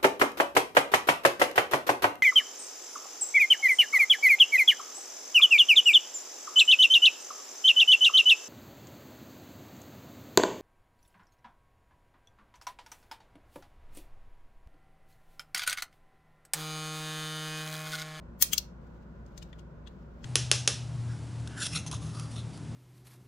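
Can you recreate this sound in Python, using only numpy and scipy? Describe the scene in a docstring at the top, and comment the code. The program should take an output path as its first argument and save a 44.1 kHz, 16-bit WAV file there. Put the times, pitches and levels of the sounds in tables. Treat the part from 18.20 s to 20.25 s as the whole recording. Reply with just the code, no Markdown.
"""Throughout: low steady hum and ventilation, as sines and shaped noise, in a small room.
First a magnetic fidget slider snaps into its stops three times, in one hand above a desk.
Then it only taps softly, its skin rub (noise with a drawn level) faint, as the fingers turn it.
Each contact is a scrape, a click and chatter that ring the shell, scatter off hand and desk, and die in the room."""
import sys
import numpy as np
from scipy import signal
from scipy.fft import rfft, irfft
from scipy.io import wavfile

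SR = 44100
rng = np.random.default_rng(int(sys.argv[2]) if len(sys.argv) > 2 else 0)


def store_pcm(level_fs):
    """Save levels as 16-bit WAV."""
    pcm = np.round(np.clip(level_fs, -1, 1) * 32767).astype(np.int16)
    wavfile.write(sys.argv[1], SR, np.atleast_2d(pcm).T)


N = 90404
TIME_S = np.arange(N) / SR


def from_db(db):
    """Decibels to amplitude gain."""
    return 10 ** (np.asarray(db) / 20)


def rms_one(x):
    """Scale to rms 1."""
    return x / np.sqrt(np.mean(x ** 2) + 1e-20)


def at_hz(points, hz, column=1):
    """Interpolate a table column on a log-frequency axis."""
    table = np.array(points)
    log_hz = np.log(np.maximum(hz, 1))
    return np.interp(log_hz, np.log(table[:, 0]), table[:, column])


def cut(x, hz, kind, order=2):
    """Butterworth filter."""
    edge_hz = np.clip(hz, 10, .47 * SR)
    sos = signal.butter(order, edge_hz, kind, fs=SR, output="sos")
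    return signal.sosfilt(sos, x + 1e-18)


def panned(left_right_db):
    """Left and right gains of constant total power."""
    gains = from_db([[left_right_db / 2], [-left_right_db / 2]])
    return gains / np.sqrt(np.sum(gains ** 2))


def noise(gain_at):
    """Gaussian noise shaped by gain_at(hz), in amplitude per root Hz."""
    spectrum = rfft(rng.standard_normal(N)) * gain_at(np.fft.rfftfreq(N, 1 / SR))
    return irfft(spectrum, N) * np.sqrt(SR / 2)


def drift(rate_hz):
    """Slow random signal of rms 1: low-passed noise."""
    return rms_one(noise(lambda hz: 1 / (1 + (hz / rate_hz) ** 2)))


# Ventilation rumble and hiss: centre_hz, density_db_per_hz
AIR_SLOPE = [(15, -92.5), (28, -79.5), (45, -73), (100, -76.5), (145, -72.5), (230, -77), (290, -87),
             (400, -84), (590, -87), (750, -92.5), (1450, -96), (2200, -107), (4000, -116), (7500, -123),
             (10000, -136), (13000, -131)]
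# Resonances of the moving air: centre_hz, width_hz, level_db_rms
AIR_RESONANCES = [(40.2, 2.7, -65), (188, 14, -63), (232, 20, -66), (488, 5, -75.5), (995, 160, -70.5),
                  (1438, 120, -72)]


def air_power(hz):
    """Ventilation power per Hz: a broad slope plus Gaussian resonances."""
    power = from_db(at_hz(AIR_SLOPE, hz)) ** 2
    for centre_hz, width_hz, level_db in AIR_RESONANCES:
        peak = from_db(level_db) ** 2 / width_hz
        power = power + peak * np.exp(-np.pi * ((hz - centre_hz) / width_hz) ** 2)
    return power


# Machine hum partials: pitch_hz, level_db_rms
HUM_PARTIALS = [(58.5, -51), (120, -70), (163, -60), (285, -73.5), (348, -67.5), (570.6, -71)]
HUM_WAVER_DB, HUM_WAVER_HZ = .5, 3
# Likeness of the air noise at the two ears: centre_hz, left_right_correlation
AIR_CORRELATION = [(60, 0.97), (140, 0.99), (300, 0.67), (700, 0.17), (3000, 0.19), (12000, 0.039)]
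# Background balance: centre_hz, left_right_db
BACKGROUND_BALANCE = [(60, -0.28), (160, 3.5), (330, -1.5), (700, -1.5), (3000, 0.5)]
LEFT_LEAD_S = .00015


def background():
    """Hum sines in mid/side air noise: alike at both ears in the bass, earlier on the left."""
    hum = 0
    for pitch_hz, level_db in HUM_PARTIALS:
        level = from_db(level_db + HUM_WAVER_DB * drift(HUM_WAVER_HZ))
        hum = hum + level * np.sqrt(2) * np.sin(2 * np.pi * (pitch_hz * TIME_S + rng.random()))

    def air(sign):
        """Shared (+1) or opposed (-1) part of the air noise."""
        def gain_at(hz):
            """Split the power by the correlation of the ears."""
            likeness = np.clip(at_hz(AIR_CORRELATION, hz), -1, 1)
            return np.sqrt(air_power(hz) * (1 + sign * likeness) / 2)
        return noise(gain_at)

    ears = np.array([[1], [-1]])
    both = hum + air(1) + air(-1) * ears
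    hz = np.fft.rfftfreq(2 * N, 1 / SR)
    balance = from_db(ears * at_hz(BACKGROUND_BALANCE, hz) / 2)
    lead = np.exp(1j * np.pi * hz * LEFT_LEAD_S * ears)
    mirrored = np.hstack([both, both[:, ::-1]])  # no jump where the FFT wraps round
    return irfft(rfft(mirrored) * balance * lead)[:, :N]


TAP_PAN_DB = 17.5  # left-right, also of the rub
# Skin on the shell: time_s, level_db (before drift)
RUB_LEVEL = [(0.53, -99), (.65, -77), (1.0, -85.5), (1.15, -70.5), (1.3, -72), (1.45, -81), (1.55, -99),
             (1.78, -71.5), (1.87, -86), (2.04, -74)]
# Rub spectrum: centre_hz, relative_density_db_per_hz
RUB_SPECTRUM = [(800, -13), (2800, 5), (7000, -3.5), (10000, -18), (13500, -9.5)]


def fingers():
    """Skin friction on the turning shell: coloured noise with a drifting level."""
    level_db = np.interp(TIME_S, *np.transpose(RUB_LEVEL)) + 3.5 * drift(25)
    friction = rms_one(noise(lambda hz: from_db(at_hz(RUB_SPECTRUM, hz))))
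    return panned(TAP_PAN_DB) * from_db(level_db) * friction


def scatter(t60_s, build_s):
    """Dense decaying echoes, different at each ear, of unit energy."""
    t = TIME_S[:SR // 2]
    envelope = from_db(-60 * t / t60_s) * (1 - np.exp(-(t / build_s) ** 2))
    echoes = rng.standard_normal((2, len(t))) * envelope
    return echoes / np.sqrt(np.sum(echoes ** 2, axis=1, keepdims=True))


def through(x, echoes):
    """Convolve a sound with a pair of echo patterns."""
    return signal.fftconvolve(x[None], echoes, axes=1)[:, :N]


ROOM_DB, ROOM_PAN_DB, ROOM_BUILD_S = -6.5, -2.5, .008
# Room tail: centre_hz, relative_level_db, t60_s
ROOM_DECAY = [(698, 4.5, .33), (2100, 0.5, .31), (4367, 5.5, 0.21), (7600, 0.5, 0.24), (10500, -6.5, 0.15),
              (15000, -3, 0.17)]


def room(x):
    """Short tail in nine bands; the treble broadly dies sooner."""
    edges_hz = np.geomspace(400, 18000, 10)
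    tail = 0
    for low_hz, high_hz in zip(edges_hz, edges_hz[1:]):
        centre_hz = np.sqrt(low_hz * high_hz)
        echoes = scatter(at_hz(ROOM_DECAY, centre_hz, column=2), ROOM_BUILD_S)
        tail = tail + from_db(at_hz(ROOM_DECAY, centre_hz)) * cut(echoes, [low_hz, high_hz], "band")
    return from_db(ROOM_DB) * panned(ROOM_PAN_DB) * through(x, tail)


DESK_DB, DESK_T60_S, DESK_BUILD_S, DESK_PAN_SHARE = -0.5, .034, 0.00058, .65


def at_desk(sound, pan_db):
    """Direct sound plus scatter off hand and desk, drawn anew for each contact."""
    near = through(sound, scatter(DESK_T60_S, DESK_BUILD_S))
    return panned(pan_db) * sound + from_db(DESK_DB) * panned(DESK_PAN_SHARE * pan_db) * near


HOLLOW_Q, GRIP_ROOM_SHARE = 3.0, .3  # share of the boost in dB that reaches the room


def in_hand(sound, hollow_hz, hollow_db, pan_db):
    """Grip cavity resonance, stronger ahead: (near sound, sound sent into the room)."""
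    hollow = signal.lfilter(*signal.iirpeak(hollow_hz, HOLLOW_Q, fs=SR), sound)
    boost_db = [[hollow_db], [GRIP_ROOM_SHARE * hollow_db]]
    ahead, around = sound + (from_db(boost_db) - 1) * hollow
    return at_desk(ahead, pan_db), around


def ring(force, hz, t60_s):
    """Damped resonator: a unit click starts a cosine of height 1."""
    r = from_db(-60 / (t60_s * SR))
    w = 2 * np.pi * hz / SR
    return signal.lfilter([1, -r * np.cos(w)], [1, -2 * r * np.cos(w), r * r], force + 1e-18)


# Shell modes: pitch_hz, relative_level_db, t60_s
SHELL_MODES = [(1000, -50, 0.0096), (1533, -32, .028), (1933, -26, 0.016), (3040, -35, 0.0083),
               (3367, -24.5, 0.022), (4197, -38.5, 0.008), (4460, -35, .015), (6120, -25.5, 0.0073),
               (6490, -17.5, 0.0088), (7530, -14.5, 0.0086), (9390, -22, 0.0053), (11980, -15.5, 0.0073),
               (13640, -14, 0.024), (15510, -18, 0.021)]
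SHELL_DB, SHELL_ROOM_SHARE = -8.5, 0.14  # share is an amplitude gain
CHATTER_DB, CHATTER_S = -10, 0.0014  # the faces rattle as they settle
SCRAPE_RISE_S, SCRAPE_GRAIN_DB, SCRAPE_DB = 0.0057, 5.5, -10.5  # magnets pull the plate ever faster
CRACK_DB, CRACK_LOW_HZ = -3, 2270  # the bare contact
BODY_LOW_HZ = 1196  # the shell is too small to radiate bass


def contact(start_s, scrape_db):
    """Swelling scrape, blow and chatter ring the shell: (sound ahead, sound all around)."""
    start = int(start_s * SR)
    age_s = (np.arange(N) - start) / SR
    grain_level = from_db(SCRAPE_GRAIN_DB * rng.standard_normal(N))
    grains = rms_one(rng.standard_normal(N) * grain_level)
    scrape = from_db(SCRAPE_DB + scrape_db) * np.exp(-np.minimum(abs(age_s) / SCRAPE_RISE_S, 20))
    chatter = from_db(CHATTER_DB) * np.exp(-np.minimum(abs(age_s) / CHATTER_S, 20))
    force = grains * np.where(age_s < 0, scrape, chatter)
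    force[start] = 1  # the blow
    shell = sum(from_db(SHELL_DB + db) * ring(force, hz, t60_s) for hz, db, t60_s in SHELL_MODES)
    crack = from_db(CRACK_DB) * cut(force, CRACK_LOW_HZ, "high", order=1)
    return cut(crack + np.outer([1, SHELL_ROOM_SHARE], shell), BODY_LOW_HZ, "high")


# Loose plate on its track:
# start_s, level_db, hollow_hz, hollow_boost_db, low_pass_hz, relative_scrape_db
TAP_EVENTS = [(1.0637, -42.5, 6330, 6.5, 5430, -22), (1.0850, -57, 6360, 9, 6000, -30),
              (1.1775, -24.5, 5240, 8, 5740, -19), (1.2269, -28, 3330, 12.5, 6300, -12),
              (1.3293, -35, 3460, 18, 3040, -27), (1.3946, -40.5, 2560, 12.5, 5760, -1.5),
              (1.6738, -28.5, 3250, 13, 2887, -8), (1.68, -44.5, 4160, 10, 8400, -21),
              (2.0432, -18, 5620, 9.5, 3260, -13)]


def taps():
    """Loose plate taps its track: contacts dulled by a low-pass."""
    for start_s, level_db, hollow_hz, hollow_db, dull_hz, scrape_db in TAP_EVENTS:
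        sound = from_db(level_db) * contact(start_s, scrape_db)
        yield in_hand(cut(sound, dull_hz, "low"), hollow_hz, hollow_db, TAP_PAN_DB)


TREBLE_HZ = 9650
# Plate hits a stop:
# start_s, level_db, left_right_db, hollow_hz, hollow_boost_db, treble_db, relative_scrape_db
SNAP_EVENTS = [(0.2193, -14, 15, 4200, 2, 4, -2), (.2236, -8, 31, 4130, 3, 15.5, -27.5),
               (.2248, -3.5, -18.5, 4600, 5.5, 5, -36.5), (.3330, -2.5, 12.5, 3030, 10, -2, -15),
               (.3782, -21.5, 17, 5100, 18, -18, -21.5), (.3803, -13, 15.5, 4950, 16.5, 0, -25.5)]


def snaps():
    """Plate hits the stops: hard contacts, each with its own direction and treble shelf."""
    for start_s, level_db, pan_db, hollow_hz, hollow_db, treble_db, scrape_db in SNAP_EVENTS:
        sound = from_db(level_db) * contact(start_s, scrape_db)
        treble = cut(sound, TREBLE_HZ, "high", order=1)
        shelved = sound + (from_db(treble_db) - 1) * treble
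        yield in_hand(shelved, hollow_hz, hollow_db, pan_db)


def scene():
    """Sum of background, finger rub, near contacts and their room tail."""
    near, around = zip(*snaps(), *taps())
    return background() + fingers() + room(sum(around)) + sum(near)


CUTOFF_HZ = 15950


def record(dry):
    """Clip at full scale, then a steep zero-phase low-pass."""
    low_pass = signal.butter(20, CUTOFF_HZ, fs=SR, output="sos")
    return signal.sosfiltfilt(low_pass, np.clip(dry, -1, 1))


dry = scene()
out = record(dry)
store_pcm(out)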